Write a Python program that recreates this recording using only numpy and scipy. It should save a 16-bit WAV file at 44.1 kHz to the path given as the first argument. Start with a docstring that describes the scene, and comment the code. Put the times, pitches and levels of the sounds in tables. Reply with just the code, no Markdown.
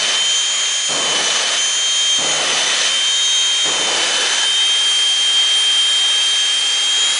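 """A jet dragster creeps up to the start line, heard outdoors through one microphone beside the track.
We come in on the end of a burst of flame, the compressor whining over the rush of intake and exhaust.
Three more times fuel is lit in the tailpipe: a low roar bursts out, the shaft sags, and deep in the sag
the air breaks away from the blades, turning the whine to a harsh rasp. During the last burst the intake
comes round to face the microphone. The whine steadies, then climbs from 6.4 s as the throttle opens."""
import sys
import numpy as np
from scipy import signal
from scipy.fft import rfft, irfft, next_fast_len
from scipy.io import wavfile
from scipy.ndimage import uniform_filter1d, map_coordinates

SR = 44100
rng = np.random.default_rng(int(sys.argv[2]) if len(sys.argv) > 2 else 0)


def generate_wav(signal):
    """Clip the signal to [-1, 1] and save it as 16-bit WAV at the path in sys.argv[1]."""
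    frames = np.transpose(np.atleast_2d(signal))
    scaled = np.clip(frames, -1, 1) * 32767
    pcm = np.round(scaled).astype(np.int16)
    wavfile.write(sys.argv[1], SR, pcm)


N = 317079

STAGE_BLADES = (17, 20)  # blades of the two compressor stages
OVERTONE_ORDERS = (34, 37, 51)  # first stage doubled, sum of both stages, first stage tripled
SIDE_FADING, AHEAD_FADING = 0.21, 0.32  # scattered share of an overtone, beating with the direct sound
# how far the intake faces the microphone, 0 side-on to 1 head-on: time_s, share
INTAKE_FACING = [(0, 0.01), (3.7, 0.04), (4.8, 0.84), (7.19, 1)]
# the weaker shaft tones: cycles_per_turn
WEAK_ORDERS = (9, 11, 14, 19, 21, 23, 25, 31, 33, 35, 36, 38, 40, 42, 45, 49)
# each of them from beside the car and from ahead of it: side_db, ahead_db
WEAK_LEVELS = [(-44, -40), (-43.5, -48), (-48.5, -41), (-42, -48.5), (-46, -49.5), (-37, -43.5),
               (-44.5, -37), (-43.5, -47), (-48, -52.5), (-47.5, -48), (-45, -61), (-55.5, -57.5),
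               (-42.5, -37), (-67, -50.5), (-56.5, -50), (-59.5, -47.5)]

def compressor_whine(flutter_db, jitter_rad, stall_jitter_rad, weak_flutter_db, weak_stall_db):
    """Blade tones locked to the shaft flutter in level and phase in moving air; weaker ones drift."""
    facing = np.clip(curves(INTAKE_FACING)[0], 0, 1)
    stalled = sum(burst(start, end, attack_s=0.04, t60_s=0.055) for start, end, *_ in BLADE_STALLS)
    wander_hz = 0.07 * wobble(3)  # the shaft is never quite steady
    angle = shaft_angle() + phase_of(wander_hz)
    overtone_fading = SIDE_FADING + facing * (AHEAD_FADING - SIDE_FADING)
    fadings = [0, 0.18] + [overtone_fading] * len(OVERTONE_ORDERS)  # the two stages come first
    tones = np.zeros(N)
    for order, db, fading in zip(STAGE_BLADES + OVERTONE_ORDERS, blade_levels(facing, stalled), fadings):
        scatter = order / STAGE_BLADES[0]  # shorter waves are scattered more
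        shake = jitter_rad * wobble(45) + stall_jitter_rad * stalled * wobble(110)
        phase = order * angle + scatter * shake + rng.uniform(0, 2 * np.pi)
        gain = amp(db + flutter_db * scatter * wobble(24))
        tones += gain * (np.sin(phase) + fading * noise_band(phase, width_hz=4.5))
    for order, (side_db, ahead_db) in zip(WEAK_ORDERS, WEAK_LEVELS):
        db = side_db + facing * (ahead_db - side_db)
        db += weak_flutter_db * wobble(9) - weak_stall_db * stalled
        tones += amp(db) * np.sin(order * angle + rng.uniform(0, 2 * np.pi))
    return np.sqrt(2) * tones


# the first stage's tone as the car rolls by the microphone: time_s, level_db
FIRST_STAGE_LEVEL = [(0, -16.5), (.3, -17.5), (.55, -21.5), (.85, -23.5), (1.05, -17.5), (1.75, -21),
                     (2.13, -16.5), (2.35, -20), (3.1, -17.5), (3.9, -18), (4.6, -16.5), (5.7, -15),
                     (6.35, -17), (6.72, -18.5), (7.03, -16.5), (7.19, -23)]
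# the second stage's tone: time_s, level_db
SECOND_STAGE_LEVEL = [(0, -31), (.6, -36.5), (1.7, -31.5), (2.05, -30), (3.05, -27.5), (3.2, -24),
                      (3.6, -25), (4.7, -27), (5, -37.5), (5.6, -30), (6.45, -28), (6.72, -38),
                      (6.9, -29.5)]
# the first stage's octave: time_s, level_db
OCTAVE_LEVEL = [(0, -38), (.45, -24), (.85, -29), (1.9, -24), (2.4, -23), (2.95, -33), (3.25, -24),
                (4.5, -34.5), (4.95, -30.5), (5.8, -39), (6.3, -31.5), (7.19, -32.5)]
# the sum tone and the tripled tone: side_db, ahead_db, sag_loss_db, stall_loss_db, run_up_gain_db
HIGH_TONES = [(-27, -42, 0, 24, 15), (-42.5, -36.8, -2, 14, 2.5)]

def blade_levels(facing, stalled, gain_duck_db=3.5, stage_stall_db=2.5, octave_stall_db=13):
    """Levels in dB of the five main whine tones, which all sink in a stall."""
    # the lower three duck during each loud burst, as if the recorder's automatic gain turned them down
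    loud = sum(burst(start, cut, attack_s=0.012, t60_s=0.45) for start, cut, *_ in BURNS)
    duck_db = gain_duck_db * loud
    load, rising = sag(), run_up()
    stages = [curves(level)[0] - duck_db - stage_stall_db * stalled
              for level in (FIRST_STAGE_LEVEL, SECOND_STAGE_LEVEL)]
    octave = curves(OCTAVE_LEVEL)[0] - duck_db - octave_stall_db * stalled
    higher = [side_db + facing * (ahead_db - side_db)
              - sag_db * load - stall_db * stalled + run_up_db * rising
              for side_db, ahead_db, sag_db, stall_db, run_up_db in HIGH_TONES]
    return stages + [octave] + higher


CRUISE_HZ, SAG_HZ, SPOOL_UP_S = 186.5, 7.47, 0.44  # shaft speed, drop under a flame, recovery after it
SAG_SKEW, SAG_ROUNDING = 0.64, 1.64  # a sag falls fast and climbs back slowly
RUN_UP_S, RUN_UP_HZ_PER_S2 = 6.417, 7.6

def shaft_speed():
    """Turns a second: every flame drags the shaft down in the same arch; at the end the throttle opens."""
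    t = clock()
    hz = CRUISE_HZ + RUN_UP_HZ_PER_S2 * np.maximum(t - RUN_UP_S, 0) ** 2
    for start, cut, *_ in BURNS:
        progress = np.clip((t - start) / (cut + SPOOL_UP_S - start), 0, 1)
        hz -= SAG_HZ * np.abs(np.sin(np.pi * progress ** SAG_SKEW)) ** SAG_ROUNDING
    return hz


def shaft_angle():
    """How far the rotor has turned, in radians."""
    return phase_of(shaft_speed())


def sag():
    """How far the shaft is dragged down: 0 at cruise, 1 at the bottom."""
    return np.maximum(CRUISE_HZ - shaft_speed(), 0) / SAG_HZ


def run_up(full_swell_hz=2.66):
    """The closing swell: 0 at cruise, 1 once the shaft has gained full_swell_hz."""
    return np.clip((shaft_speed() - CRUISE_HZ) / full_swell_hz, 0, 1) ** 2


ROAR_HOLD_S, DEEP_HOLD_S = 0.24, 0.18  # a flame keeps its full size this long
FIREBALL_DB, PIPE_RING_DB = -12.5, 2.5  # fireball against the roar, pipe ring against the hum
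HUM_HZ, HUM_COLD_DROP_HZ, PIPE_WARM_S = 156.3, 17, 0.14  # the pipe sings flat until the gas is hot
# fuel burning in the tailpipe: start_s, fuel_cut_s, roar_db, hum_db, thump_db
BURNS = [(-.5, 0.108, -24.8, -40.5, -47), (0.887, 1.5, -24.5, -40.5, -47),
         (2.181, 2.853, -25.5, -40.5, -44.5), (3.651, 4.361, -25, -43, -47)]
# spectrum of the flame's roar: frequency_hz, relative_db
ROAR_SPECTRUM = [(40, -40), (100, -32), (200, -16.5), (330, -3), (500, 2.5), (750, 1), (1100, -1),
                 (1800, -7.5), (3000, -7.5), (8000, -18.5)]
# spectrum of the deep fireball: frequency_hz, relative_db
FIREBALL_SPECTRUM = [(30, -23.5), (95, -23.5), (140, -8), (220, 1), (330, 2), (600, -6), (2000, -31)]
# spectrum of the ignition thump: frequency_hz, relative_db
THUMP_SPECTRUM = [(25, -20), (90, -3), (220, 4), (600, -14), (2000, -40)]
# higher resonances of the tailpipe: pitch_hz, width_hz, relative_db
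PIPE_MODES = [(244, 11, -5), (299, 16, 2.5)]

def tailpipe_flames(roar_fade_db_per_s, deep_fade_db_per_s, hum_fade_db_per_s):
    """Fuel catches with a thump and sets the pipe humming; the shrinking flame's deep part fades first."""
    roar, fireball, ring, hum, thump = np.zeros((5, N))
    for start, cut, roar_db, hum_db, thump_db in BURNS:
        age = np.maximum(clock() - start, 0)
        burning = burst(start, cut, attack_s=0.0047, t60_s=1.0)
        deep = burning * amp(-deep_fade_db_per_s * np.maximum(age - DEEP_HOLD_S, 0))
        roar += burning * amp(roar_db - roar_fade_db_per_s * np.maximum(age - ROAR_HOLD_S, 0))
        fireball += deep * amp(roar_db + FIREBALL_DB)
        singing = deep * amp(hum_db - hum_fade_db_per_s * age)
        ring += singing * amp(PIPE_RING_DB)
        pitch_hz = HUM_HZ - HUM_COLD_DROP_HZ * np.exp(-age / PIPE_WARM_S) + 3.5 * wobble(22)
        hum += singing * amp(1.6 * wobble(20)) * np.sin(phase_of(pitch_hz))
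        thump += amp(thump_db) * burst(start - 0.006, start + 0.014, attack_s=0.004, t60_s=0.2)
    pipe = lambda f: sum(amp(db) / (1 + ((f - hz) / width) ** 2) for hz, width, db in PIPE_MODES)
    # fill each envelope with its own noise
    roar *= amp(0.8 * wobble(30)) * turbulence(ROAR_SPECTRUM, patchy_db=0.75)
    fireball *= turbulence(FIREBALL_SPECTRUM, patchy_db=1.5)
    ring *= unit(filtered(rng.standard_normal(N), pipe))
    thump *= turbulence(THUMP_SPECTRUM, patchy_db=3.0)
    return roar + fireball + hum + ring + thump


# air breaking away from the blades: start_s, end_s, final_rasp_db, shriek_db, howl_hz, howl_db
BLADE_STALLS = [(-.3, 0.15, -21.5, -29, 2040, -35), (1.103, 1.573, -21, -27, 1750, -36),
                (2.385, 2.884, -19.5, -28.5, 1898, -32), (3.85, 4.435, -20.5, -29, 1636, -30)]
# blade tones smeared by stalled air: cycles_per_turn, width_hz, relative_db
SHRIEK_BANDS = [(16.52, 30, -4), (17.04, 43, -3.5), (33.8, 81, 0.5), (37.2, 45, -4.5)]
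# spectrum of the rasp: frequency_hz, relative_db
RASP_SPECTRUM = [(50, -42), (350, -19.5), (600, -7.5), (1150, -6), (1700, -1.5), (2300, -7.5), (2800, -1.5),
                 (3050, -2.5), (3400, 1.5), (4300, -2.5), (5500, -8), (6080, -4), (6900, -11),
                 (9500, -15.5)]

def compressor_stalls(rasp_growth_db):
    """Separated flow shrieks with the shaft, howls, and rasps ever harder until the air grips again."""
    angle = shaft_angle()
    shriek = sum(amp(db) * noise_band(order * angle, width) for order, width, db in SHRIEK_BANDS)
    rasp_gain, shriek_gain, howl = np.zeros((3, N))
    for start, end, rasp_db, shriek_db, howl_hz, howl_db in BLADE_STALLS:
        progress = np.clip((clock() - start) / (end - start), 0, 1)
        stalled = burst(start, end, attack_s=0.02, t60_s=0.15)
        rasp_gain += stalled * amp(rasp_db + rasp_growth_db * (progress - 1))
        shriek_gain += stalled * amp(shriek_db)
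        howl_gain = amp(howl_db) * burst(start, end, attack_s=0.12, t60_s=1.0)
        howl += howl_gain * noise_band(2 * np.pi * howl_hz * clock(), width_hz=130)
    rasp = amp(1.4 * wobble(70)) * turbulence(RASP_SPECTRUM, patchy_db=2.0)
    return rasp_gain * rasp + shriek_gain * shriek + howl


# intake hiss at the microphone: cruise_db, sag_gain_db, ahead_gain_db, run_up_gain_db
HISS_LEVEL = (-22.5, 1.5, 0.8, -0.5)
# exhaust rush at the microphone: cruise_db, sag_gain_db, ahead_gain_db, run_up_gain_db
RUSH_LEVEL = (-27.5, 3.5, 0.5, 1.3)
# spectrum of the intake: frequency_hz, relative_db
INTAKE_SPECTRUM = [(100, -57), (600, -29), (1500, -13.5), (2500, -6), (2900, -2.5), (3170, 0.5),
                   (3450, -0.5), (4200, -5), (5500, -4), (6400, -1.5), (7300, -5), (8500, -8), (9700, -7)]
# spectrum of the exhaust: frequency_hz, relative_db
EXHAUST_SPECTRUM = [(25, -41), (60, -31.5), (110, -26.5), (200, -16.5), (330, -13), (600, -7), (1200, -4.5),
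                    (1750, -1.5), (2400, 0), (4000, -6), (9000, -25)]

def intake_and_exhaust(duct_hz):
    """Intake hiss and darker exhaust swell under load; from ahead the intake duct adds a hollow note."""
    facing, load, rising = curves(INTAKE_FACING)[0], sag(), run_up()
    intake_db, exhaust_db = (db + sag_db * load + ahead_db * facing + run_up_db * rising
                             for db, sag_db, ahead_db, run_up_db in (HISS_LEVEL, RUSH_LEVEL))
    intake_db += 0.41 * wobble(6.5) + 0.3 * wobble(40)
    intake = amp(intake_db) * turbulence(INTAKE_SPECTRUM, patchy_db=0.85)
    exhaust = amp(exhaust_db + 0.8 * wobble(6.8)) * turbulence(EXHAUST_SPECTRUM, patchy_db=0.3)
    duct = amp(-47) * facing * noise_band(2 * np.pi * duct_hz * clock(), width_hz=75)
    return intake + exhaust + duct


# the bounce off the track lags more as the car nears the microphone: time_s, lag_s
BOUNCE_LAG = [(0, 0.0017), (2.1, 0.0017), (2.25, 0.0015), (2.7, 0.00154), (3.6, 0.0021), (4.2, 0.0023),
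              (5, 0.0024), (7.19, 0.0024)]

def track_bounce(direct, cutoff_hz=2600):
    """The dull, late reflection from the asphalt, which combs the roar at the microphone."""
    dull = filtered(direct, lambda f: 1 / (1 + (f / cutoff_hz) ** 4))
    return map_coordinates(dull, [(clock() - curves(BOUNCE_LAG)[0]) * SR])


def turbulence(spectrum, patchy_db):
    """Coloured noise of rms 1 in which eddies lift and sink patches of the spectrum."""
    cells = signal.stft(rng.standard_normal(N), nperseg=512)[2]
    eddies = uniform_filter1d(rng.standard_normal(cells.shape), 6, axis=0)
    eddies = uniform_filter1d(eddies, 16, axis=1)
    air = signal.istft(cells * amp(patchy_db * unit(eddies)), nperseg=512)[1][:N]
    hz, db = np.transpose(spectrum)
    return unit(filtered(air, lambda f: amp(np.interp(np.log(f + 1), np.log(hz), db))))


def noise_band(phase, width_hz):
    """A narrow band of noise around a tone of the given phase."""
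    return wobble(2 * width_hz) * np.sin(phase) + wobble(2 * width_hz) * np.cos(phase)


def burst(start, end, attack_s, t60_s):
    """An envelope that rises at start, holds, and dies away after end."""
    t = clock()
    rise = 1 - np.exp(-np.maximum(t - start, 0) / attack_s)
    return rise * amp(-60 * np.maximum(t - end, 0) / t60_s)


def wobble(rate):
    """A smooth random curve, rate knots a second."""
    return map_coordinates(rng.standard_normal(int(N * rate / SR) + 4), [clock() * rate])


def filtered(x, response):
    """x shaped by a gain that depends on frequency."""
    size = next_fast_len(N + 8192)
    return irfft(rfft(x, size) * response(np.fft.rfftfreq(size, 1 / SR)), size)[:N]


def curves(rows):
    """One value per sample for each column after the time."""
    times, *columns = np.transpose(rows)
    return [np.interp(clock(), times, column) for column in columns]


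def phase_of(hz):
    """Running phase of a changing frequency, in radians."""
    return 2 * np.pi * np.cumsum(hz) / SR


def clock():
    """The time of every sample."""
    return np.arange(N) / SR


def amp(db):
    """Decibels to gain."""
    return 10 ** (np.asarray(db) / 20)


def unit(x):
    """Scale to rms 1."""
    return x / np.sqrt(np.mean(x ** 2) + 1e-20)


def scene():
    """The whole engine from the trackside, one microphone on both channels."""
    roar = intake_and_exhaust(duct_hz=1710)
    roar += tailpipe_flames(roar_fade_db_per_s=18.5, deep_fade_db_per_s=14.5, hum_fade_db_per_s=11.5)
    roar += compressor_stalls(rasp_growth_db=3.0)
    whine = compressor_whine(flutter_db=0.52, jitter_rad=0.081, stall_jitter_rad=0.66,
                             weak_flutter_db=2, weak_stall_db=10)
    engine = whine + roar + 0.18 * track_bounce(roar)
    return np.array([engine, engine])


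TOP_HZ, EDGE_WIDTH_HZ = 10120, 150

def record(dry):
    """The recorder keeps nothing above its band limit."""
    passband = lambda f: np.clip((TOP_HZ - f) / EDGE_WIDTH_HZ + 0.5, 0, 1)
    return np.array([filtered(channel, passband) for channel in dry])


dry = scene()
out = record(dry)
generate_wav(out)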